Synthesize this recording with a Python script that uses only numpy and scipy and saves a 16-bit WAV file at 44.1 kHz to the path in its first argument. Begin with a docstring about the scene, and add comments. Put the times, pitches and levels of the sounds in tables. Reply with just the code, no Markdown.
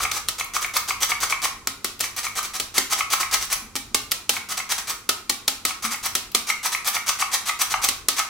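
"""A squeeze-handle steel flour sifter is worked over a mixing bowl in a hard-walled kitchen.
Squeezes and releases drag the wire agitator over the mesh in gritty sweeps, most ending in a clank on the stop.
Palm slaps on the cup are ragged noise cracks with a low thump; ticks are noise sparks and bumps are soft knocks.
Underneath lie filtered noises: a wavering hum, an uneven rumble and steady room noise."""
import sys
import numpy as np
from scipy import signal
from scipy.fft import rfft, irfft
from scipy.io import wavfile

SR = 44100
rng = np.random.default_rng(int(sys.argv[2]) if len(sys.argv) > 2 else 0)


def materialize(psi):
    """Save the field psi as 16-bit PCM at rate SR to the path in sys.argv[1].

    A 1-D psi becomes a single channel; in a 2-D psi each row is a channel.
    """
    bounded = np.clip(np.atleast_2d(psi).T, -1, 1)
    quanta = np.round(bounded * 32767).astype(np.int16)
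    wavfile.write(sys.argv[1], SR, quanta)


N = 365577
T = np.arange(N) / SR   # time in s

# agitator sweeps, level relative to the mesh layer: start_s, rise_s, peak_db
SWEEPS = [(0.0, 0.035, -22), (0.133, 0.044, -26.5), (0.382, 0.018, -27), (.535, 0.028, -23),
          (0.617, .01, -25), (.736, 0.039, -22), (.877, 0.016, -23.5), (1.004, .028, -19),
          (1.09, 0.0099, -22.5), (1.203, 0.036, -20.5), (1.295, 0.012, -23.5), (1.418, 0.03, -19.5),
          (2.026, 0.017, -26), (2.163, .026, -25), (2.231, 0.023, -26), (2.353, 0.032, -22),
          (2.43, 0.022, -30), (2.534, 0.03, -28), (2.741, .045, -20.5), (2.898, 0.035, -18.5),
          (2.975, 0.018, -24), (3.101, .034, -17.5), (3.195, 0.013, -21), (3.311, 0.033, -16.5),
          (3.41, 0.017, -26.5), (3.5, 0.032, -20.5), (4.33, 0.048, -32.5), (4.488, 0.036, -26),
          (4.57, 0.01, -25.5), (4.691, 0.03, -20), (4.778, 0.0055, -26), (4.871, 0.038, -24.5),
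          (5.68, .012, -28.5), (5.823, 0.035, -23.5), (5.907, 0.021, -25.5), (6.028, 0.038, -23.5),
          (6.468, 0.038, -23.5), (6.629, 0.038, -21), (6.718, 0.013, -23.5), (6.845, 0.037, -20),
          (6.93, 0.025, -22.5), (7.062, 0.033, -18.5), (7.187, 0.026, -22), (7.314, 0.032, -18),
          (7.455, 0.037, -22.5), (7.59, 0.029, -18), (7.699, 0.022, -24), (7.816, .031, -18.5),
          (8.165, 0.026, -19.5)]
# the handle hits its stop: start_s, low_cup_modes_db, high_cup_modes_db
CLANKS = [(0.0024, -15, -23), (0.0503, -16.5, -13.5), (0.166, -21.5, -36), (0.409, -23, -18),
          (0.5646, -15, -23.5), (0.6456, -27, -16), (0.7634, -13, -20), (0.9049, -13.5, -15.5),
          (1.0375, -14.5, -39), (1.1172, -11, -10.5), (1.2299, -10.5, -25.5), (1.3236, -13.5, -10.5),
          (1.4534, -14.5, -28), (2.0396, -27, -24.5), (2.266, -20.5, -17.5), (2.3884, -19, -25.5),
          (2.777, -21, -16), (2.9256, -11.5, -30), (3.007, -14.5, -14), (3.1346, -10, -24),
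          (3.23, -20, -16), (3.3393, -21, -38), (3.5264, -21, -31), (4.366, -19, -20), (4.6, -24, -22),
          (4.719, -19.5, -40), (4.904, -27, -38), (5.7068, -19, -23), (5.8491, -19.5, -30),
          (5.942, -19.5, -20.5), (6.0583, -22.5, -42), (6.4997, -20, -16.5), (6.6563, -16, -31),
          (6.7479, -25, -17), (6.879, -23, -28), (6.9655, -17, -16), (7.092, -20, -21), (7.222, -9, -13),
          (7.3505, -15.5, -21), (7.4929, -10, -12), (7.615, -23, -27), (7.7401, -6.5, -13),
          (7.8397, -27, -21), (8.196, -9.5, -14)]
# palm on the cup: start_s, crack_db, sizzle_db (re crack), thump_db
SLAPS = [(.1144, -16, -25, -47), (.2853, -14, -25, -46), (1.6716, -15, -14, -40), (1.8448, -13.5, -4, -35),
         (2.0074, -13.5, -12, -41), (2.599, -14, -29, -40), (2.7801, -9.5, -25, -32.5),
         (3.7541, -19.5, -17, -36.5), (3.7617, -17.5, -28, -48), (3.9454, -9, -27, -31.5),
         (4.117, -12, 2, -45.5), (4.2936, -8.5, -30, -34), (5.0907, -9.5, -4, -33.5),
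         (5.2967, -11, -32, -33), (5.4793, -9.5, -13, -35.5), (5.6512, -9, -7, -38.5),
         (6.1519, -10, -11, -38), (6.348, -8, -30, -32), (7.887, -10.5, -13, -37.5),
         (8.0849, -8, -8, -34.5)]
# fingertips land just before some slaps: start_s, level_db
FINGERS = [(0.279, -32), (2.003, -21.5), (4.111, -20.5), (5.2938, -20.5), (5.475, -32), (6.3435, -38),
           (7.882, -21)]
# bright ticks and snaps of the spring and wires: start_s, sizzle_db, lower_click_db
TICKS = [(.4444, -25, -46), (.611, -24, -28), (.6614, -24, -37), (0.767, -9.5, -9.5), (.9203, -26, -36),
         (1.0033, -26, -27), (1.03, -17, -9), (1.0464, -17, -26), (1.2032, -22, -23), (1.4182, -25, -21),
         (1.449, -21, -23), (1.9924, -23, -24), (2.0413, -25, -26), (2.0574, -27, -32), (2.164, -21, -27),
         (2.2837, -30, -40), (2.4284, -23, -32), (2.9324, -24, -26), (3.102, -26, -20), (3.1316, -13, -11),
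         (3.3119, -26, -20), (3.34, -12, -9.5), (3.4521, -26, -39), (3.5264, -10, -31), (4.487, -32, -29),
         (4.7184, -18, -23), (4.8968, -19, -22), (5.9579, -26, -40), (6.0591, -14, -30), (6.317, -29, -29),
         (6.658, -15, -30), (6.759, -25, -37), (6.8732, -11, -21), (6.8877, -14, -32), (6.9775, -22, -30),
         (7.087, -14, -13), (7.348, -23, -20), (7.6157, -9, -17), (7.8444, -13, -17)]
# dull bumps on bowl or counter: start_s, level_db
BUMPS = [(3.62, -36.5), (3.648, -38), (3.672, -41), (3.798, -44), (3.911, -38), (5.843, -28), (5.912, -35),
         (6.223, -49), (6.369, -42), (6.416, -40)]
# modes of the cup wall: pitch_hz, level_db, t60_s
CUP = [(800, 1, 0.036), (900, 0.5, 0.022), (1106, 0.5, 0.048), (1196, 0.5, 0.046), (1271.5, 4, 0.065),
       (1308, -4, 0.052), (1406, -3, 0.043), (1850, 0, 0.044), (2083, 3, 0.018), (2190, -2.5, 0.029),
       (2309, 3, 0.049), (2600, -18, 0.0087), (2730, -9, 0.015)]
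# resonances of the air inside the cup: pitch_hz, t60_s
CUP_AIR = [(1170, 0.017), (2200, 0.012)]
# resonances of mesh and wires: pitch_hz, width_hz, level_db
MESH = [(3290, 250, -9), (3964, 250, -6), (4800, 190, -3), (5020, 470, -6), (5920, 540, -0.5),
        (7890, 550, -2.5), (8420, 530, -1.5), (10080, 200, -7.5)]
# spectrum of a palm crack: pitch_hz, level_db (per Hz)
CRACK = [(290, -16), (500, -7), (1210, -6), (1740, -9), (2120, -4.5), (3980, 1), (7370, -2), (7810, -3),
         (8510, -3), (15300, -11)]
# bowl and cup booming: pitch_hz, level_db, t60_s
THUMP = [(239, -1, 0.26), (278, 9, 0.12), (382, 9.5, 0.057), (417, 4, 0.076), (524, 2.5, 0.1)]
# spectrum of the room noise: pitch_hz, level_db (per Hz)
AIR = [(65, -31), (110, -16.5), (275, -7), (409, -7.5), (536, -17), (660, -14), (1260, -11), (1580, -27),
       (6010, -15.5), (14100, -31), (16000, -52)]
# wavering hum lines: pitch_hz, width_hz, level_db
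HUM = [(49.5, 12, -63.5), (78.6, 12, -70), (99.4, 6.1, -61.5), (195, 11, -63), (233.6, 12, -65.5)]
# the low rumble swells and sinks: time_s, level_db
RUMBLE = [(0.0, -40), (0.18, -54.5), (1.01, -50.5), (1.85, -56.5), (4.09, -49.5), (4.15, -63), (6.0, -57),
          (6.05, -48), (6.44, -58.5), (7.48, -57.5), (8.01, -48), (8.29, -78)]
# spectrum of the rumble: pitch_hz, level_db (per Hz)
RUMBLE_COLOUR = [(12, -38), (20, -4), (43, 4), (70, -5.5), (93, -1), (124, -7.5), (150, -5.5), (200, -42),
                 (330, -120)]
# how long the kitchen rings: pitch_hz, t60_s
ROOM_T60 = [(200, 0.5), (530, 0.26), (1400, 0.5), (3700, 0.38), (9700, 0.33), (16000, 0.32)]
# likeness of left and right: pitch_hz, likeness (0 to 1)
LIKENESS = [(100, 0.8), (600, 0.85), (1400, 0.63), (3000, 0.057), (8000, 0.033), (16000, 0.19)]
# glints off bowl and counter: pitch_hz, side_db (re mid)
WIDTH = [(100, -36), (600, -18), (1400, -14.5), (3000, -7.5), (8000, -5), (16000, -2)]
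# colour difference of the two ports: pitch_hz, left_minus_right_db
LEFT_LEAD = [(60, -1.5), (130, 2), (290, 0), (640, 0.5), (1410, 0), (3100, 0.0), (6820, -2), (15000, 2.0)]

AIR_DB, RUMBLE_WAVER_DB = -51.5, 1.5
ROOM_DB, ROOM_GAP_S = -5, 0.012   # reflections: level, and time to swell in
CUTOFF_HZ = 15900
BUMP_HZ, BUMP_T60_S = 230.6, 0.15
# hollow of the palm, a little different each time (log spread); swell of the contact
PALM_HZ, PALM_SPREAD, CONTACT_S = 400, 0.08, 0.0017
SLAP_FLOUR_DB, SLAP_CUP_DB, SLAP_TO_WALLS_DB = -15, -41, 23.5   # re crack
BOOM_DB = -36.5   # low modes re thump
# how a clank reaches the cup wall and the air in it
WALL_LOW_DB, WALL_HIGH_DB, AIR_LOW_DB, AIR_HIGH_DB = -35, -46, -24.5, -14
SWEEP_START_DB = -34   # every sweep sets off at the same level
RUN_ON_S, RUN_ON_PER_RISE = 0.021, -0.36   # the wires run on after the peak, the shorter the longer the rise
RUN_ON_LOSS_DB, STOP_S, STOP_LOSS_DB = 7.5, 0.043, 33
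SIZZLE_DB, CUP_DB, WIRE_DB = -6.5, -5, -12.5   # re mesh level
WIRE_HZ, WIRE_SPREAD = 6220, 0.028   # one wire sings, at a slightly new pitch each sweep (log spread)
LOAD_DB, LOAD_DB_PER_S = -16, -2   # dull shove of the flour re mesh level, fading as the cup empties


def amp(db):
    """Decibels to gain."""
    return 10 ** (np.asarray(db) / 20)


def rms_one(x):
    """Scale to an rms of 1."""
    return x / np.sqrt(np.mean(x ** 2) + 1e-20)


def at_hz(points, hz):
    """Read a table's second column between its pitches, on a log pitch axis."""
    pitch_hz, value = np.array(points).T
    return np.interp(np.log(hz), np.log(pitch_hz), value)


def bin_hz():
    """Pitches of the spectrum bins, kept at 1 Hz or more for the log axis."""
    return np.maximum(np.fft.rfftfreq(N, 1 / SR), 1)


def colour(x, points):
    """Shape the spectrum by a table of pitch_hz, level_db."""
    return irfft(rfft(x) * amp(at_hz(points, bin_hz())), N)


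def band(x, low_hz, high_hz):
    """Keep one band of the sound."""
    return signal.sosfilt(signal.butter(2, [low_hz, high_hz], "band", fs=SR, output="sos"), x)


def thin(x, edge_hz):
    """Small thin steel radiates no bass."""
    return signal.sosfilt(signal.butter(4, edge_hz, "high", fs=SR, output="sos"), x)


def ring(x, hz, t60):
    """A two-pole resonance: a unit click sets a sine ringing from about height 1, down 60 dB after t60."""
    r, w = amp(-60 / (t60 * SR)), 2 * np.pi * hz / SR
    return signal.lfilter([0, np.sin(w)], [1, -2 * r * np.cos(w), r * r], x + 1e-18)


def t60_of_width(width_hz):
    """The wider a resonance, the sooner it dies."""
    return np.log(1000) / np.pi / width_hz


def grit(per_s, spread_db):
    """Random clicks of uneven size and either sign; rms 1."""
    sizes = amp(spread_db * np.minimum(rng.exponential(1, N), 4)) * rng.choice([-1, 1], N)
    return rms_one(sizes * (rng.random(N) < per_s / SR))


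def bursts(times, levels_db, rises_s, falls_s):
    """Envelope of short contacts: a swell, then an exponential fall."""
    out, t = np.zeros(N), np.arange(6000) / SR
    for s, level_db, rise, fall in np.broadcast(times, levels_db, rises_s, falls_s):
        rise, i = max(rise, 1e-4), round(s * SR)
        shape = np.where(t < rise, (t / rise) ** 2, np.exp(-(t - rise) / max(fall, 1e-4)))
        out[i:i + len(t)] += amp(level_db) * shape[:N - i]
    return out


def knock(times, levels_db, pitches_hz, t60s, contact_s):
    """Soft pushes, each on a resonance of its own."""
    out = np.zeros(N)
    for s, db, hz, t60 in np.broadcast(times, levels_db, pitches_hz, t60s):
        part = slice(round(s * SR), round((s + .4) * SR))
        t = (T[part] - s) / contact_s
        push = amp(db) * t * np.exp(-t) / (contact_s * SR)
        out[part] += ring(push, hz, t60)
    return thin(out, 186)


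def stereo_bank(length, shape):
    """Half-octave noise bands for two ears, alike as LIKENESS says, each weighted by shape(hz)."""
    out, edges = 0, 22 * 2 ** np.arange(0, 9.6, .5)
    white = rng.standard_normal((2, 2, length))   # neighbouring bands take turns with two noise pairs
    for k, (low, high) in enumerate(zip(edges, edges[1:])):
        mid, side = band(white[k % 2], low, high)
        hz = np.sqrt(low * high)
        alike = np.clip(at_hz(LIKENESS, hz), 0, 1)
        ears = np.sqrt(1 + alike) * mid + np.sqrt(1 - alike) * side * [[1], [-1]]
        out = out + shape(hz) * ears
    return out


def room_noise():
    """Steady wide noise, coloured band by band."""
    return amp(AIR_DB) * rms_one(stereo_bank(N, lambda hz: amp(at_hz(AIR, hz))))


def hum():
    """Noise through narrow resonances gives tones that waver."""
    return sum(amp(db) * rms_one(ring(rng.standard_normal(N), hz, t60_of_width(width)))
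               for hz, width, db in HUM)


def rumble():
    """Low noise, slightly wide, whose level swells and sinks with a random waver on top."""
    waver = np.interp(T, np.linspace(0, N / SR, num=60), rng.standard_normal(60))
    level_db = np.interp(T, *np.transpose(RUMBLE)) + RUMBLE_WAVER_DB * waver
    mid, side = colour(rng.standard_normal((2, N)), RUMBLE_COLOUR + [(400, -60)])   # faint hiss above
    return amp(level_db) * rms_one(mid + amp(-12) * side * [[1], [-1]])


def kitchen(near, walls):
    """Direct sound with glints that differ between the ears, then diffuse reflections that die band by band.
    The sifter keeps moving, so three places in the room take turns."""
    t, out = np.arange(SR // 2) / SR, near * [[1], [1]]
    for place in range(3):
        share = np.cos(np.pi * (T * 1.9 + place / 3)) ** 2 / np.sqrt(9 / 8)
        glint = near * share
        for lag in rng.integers(10, 70, size=4):   # all-pass echoes smear the glint
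            echo = np.r_[1, np.zeros(lag), .6]
            glint = signal.lfilter(echo[::-1], echo, glint)
        out += colour(glint, WIDTH) * [[1], [-1]]
        tail = stereo_bank(len(t), lambda hz: amp(-60 * t / at_hz(ROOM_T60, hz)))
        tail = tail * np.minimum(t / ROOM_GAP_S, 1) ** 2
        tail = amp(ROOM_DB) * rms_one(tail) / np.sqrt(len(t))
        out += signal.fftconvolve(walls[None] * share, tail, axes=1)[:, :N]
    return out


def bumps():
    """Dull soft pushes on one low resonance, slower than the slaps."""
    return knock(*np.transpose(BUMPS), BUMP_HZ, BUMP_T60_S, 0.00035)


def ticks():
    """Sparks of noise a few milliseconds long."""
    s, sizzle_db, click_db = np.transpose(TICKS)
    white = rng.standard_normal(N)
    sizzle = band(white, 8300, 19000) * bursts(s, sizzle_db, 0.00095, 0.0026)
    click = band(white, 3000, 8600) * bursts(s, click_db, 0.00054, 0.0048)
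    return sizzle + click


def boom(s, push_db):
    """Soft pushes set the low modes going, each with its own strength."""
    out = 0
    for hz, db, t60 in THUMP:
        blow_db = push_db + db + 4 * rng.standard_normal(len(s))
        out = out + ring(bursts(s, blow_db, 0.0005, 0.00023), hz, t60)
    return thin(out, 188)


def slaps():
    """The palm lands in a ragged crack, shakes the flour and thumps the vessel.
    Gives the body, the crack as heard close by, and the crack summed over all directions, an even click, for the walls."""
    s, crack_db, sizzle_db, thump_db = np.transpose(SLAPS)
    skin = grit(9000, 4.0)
    palm_hz = PALM_HZ * np.exp(PALM_SPREAD * rng.standard_normal(len(s)))
    contact = bursts(s - .001, crack_db, CONTACT_S, 0.004)
    fingers = bursts(*np.transpose(FINGERS), 0.0011, 0.0026)
    crack = rms_one(colour(skin, CRACK)) * (contact + fingers)
    crack += band(skin, 5700, 19500) * bursts(s - .001, crack_db + sizzle_db, CONTACT_S, 0.0011)

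    flour = rms_one(colour(grit(12000, 1.4), CRACK)) * bursts(s, crack_db + SLAP_FLOUR_DB, 0.0028, 0.015)
    blow = bursts(s, crack_db, 0.0016, 0.0034) * skin
    cup = sum(amp(db + SLAP_CUP_DB) * ring(blow, hz, t60) for hz, db, t60 in CUP)
    thump = knock(s, thump_db, palm_hz, 0.13, 0.00032) + boom(s, thump_db + BOOM_DB)
    body = flour + thump + thin(cup, 830)

    clicks = np.zeros(N)
    clicks[np.round(s * SR).astype(int)] = amp(crack_db + SLAP_TO_WALLS_DB)
    return body, crack, colour(clicks, CRACK)


def clanks():
    """A rattle of a few milliseconds strikes every cup mode with its own strength; the air in the cup answers briefly."""
    s, low_db, high_db = np.transpose(CLANKS)
    out, rattle = 0, grit(8000, 3.36)
    for hz, db, t60 in CUP:
        wall_db = low_db + WALL_LOW_DB if hz < 1600 else high_db + WALL_HIGH_DB
        blow_db = wall_db + db + 3 * rng.standard_normal(len(s))
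        out = out + ring(bursts(s - .001, blow_db, 0.00068, 0.0044) * rattle, hz, t60)
    for (hz, t60), level_db in zip(CUP_AIR, (low_db + AIR_LOW_DB, high_db + AIR_HIGH_DB)):
        out = out + ring(bursts(s - .001, level_db, 0.0017, 0.0035) * rattle, hz, t60)
    return thin(thin(out, 772), 772)


def sweeps():
    """The wires tick over thousands of mesh strands a second, ringing mesh and cup; pressure grows, then the wires stop."""
    strands = grit(7000, 1.85)
    mesh, singing = np.zeros((2, N))
    for (s, rise, peak_db), chance in zip(SWEEPS, rng.standard_normal(len(SWEEPS))):
        part = slice(round(s * SR), round((s + .15) * SR))
        t = T[part] - s
        end = rise + max(RUN_ON_S + RUN_ON_PER_RISE * rise, .001)
        end_db = peak_db - RUN_ON_LOSS_DB
        level_db = np.interp(t, [0, rise, end, end + STOP_S],
                             [SWEEP_START_DB, peak_db, end_db, end_db - STOP_LOSS_DB])
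        level = amp(level_db) * np.minimum(t / 0.00059, 1)   # sub-millisecond onset
        mesh[part] += level
        wire_hz = WIRE_HZ * np.exp(WIRE_SPREAD * chance)
        singing[part] += amp(WIRE_DB) * rms_one(ring(strands[part], wire_hz, 0.0067)) * level
    cup = amp(CUP_DB) * mesh * strands   # the cup is driven by the smooth level

    catching = amp(1.45 * rms_one(band(rng.standard_normal(N), 29, 257)))   # the wires catch and slip
    mesh, singing = mesh * catching, singing * catching
    wires = 0
    for k, (hz, width, db) in enumerate(MESH):   # neighbours in opposite polarity
        wires = wires + (-1) ** k * amp(db) * np.sqrt(width) * ring(strands, hz, t60_of_width(width))
    broad = amp(-2) * rms_one(wires) + amp(0.5) * rms_one(band(grit(5000, 2.93), 890, 8430))
    sizzle = amp(SIZZLE_DB) * rms_one(band(strands, 8900, 15600))
    load = amp(LOAD_DB + LOAD_DB_PER_S * T) * rms_one(band(strands, 287, 673))

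    wall = sum(amp(db) * ring(cup, hz, t60) for hz, db, t60 in CUP)
    wall += sum(amp(1.5) * ring(cup, hz, t60) for hz, t60 in CUP_AIR)
    return amp(-3.0) * (mesh * (broad + sizzle + load) + singing) + amp(-35.0) * thin(wall, 622)


def scene():
    """The sifter plays into the kitchen, over the steady background."""
    body, crack, crack_to_walls = slaps()
    sifter = sweeps() + clanks() + body + bumps() + ticks()
    background = room_noise() + hum() + rumble()
    return kitchen(sifter + crack, sifter + crack_to_walls) + background


def record(dry):
    """The two ports differ a little in colour; peaks clip, the top is cut."""
    lead = amp(at_hz(LEFT_LEAD, bin_hz()) / 2)   # half the difference on each side
    ports = irfft(rfft(dry) * [lead, 1 / lead], N)
    top_cut = signal.cheby2(20, 80, CUTOFF_HZ * 1.04, fs=SR, output="sos")   # 80 dB down just above the cutoff
    return signal.sosfilt(top_cut, np.clip(ports, -1, 1))


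dry = scene()
out = record(dry)
materialize(out)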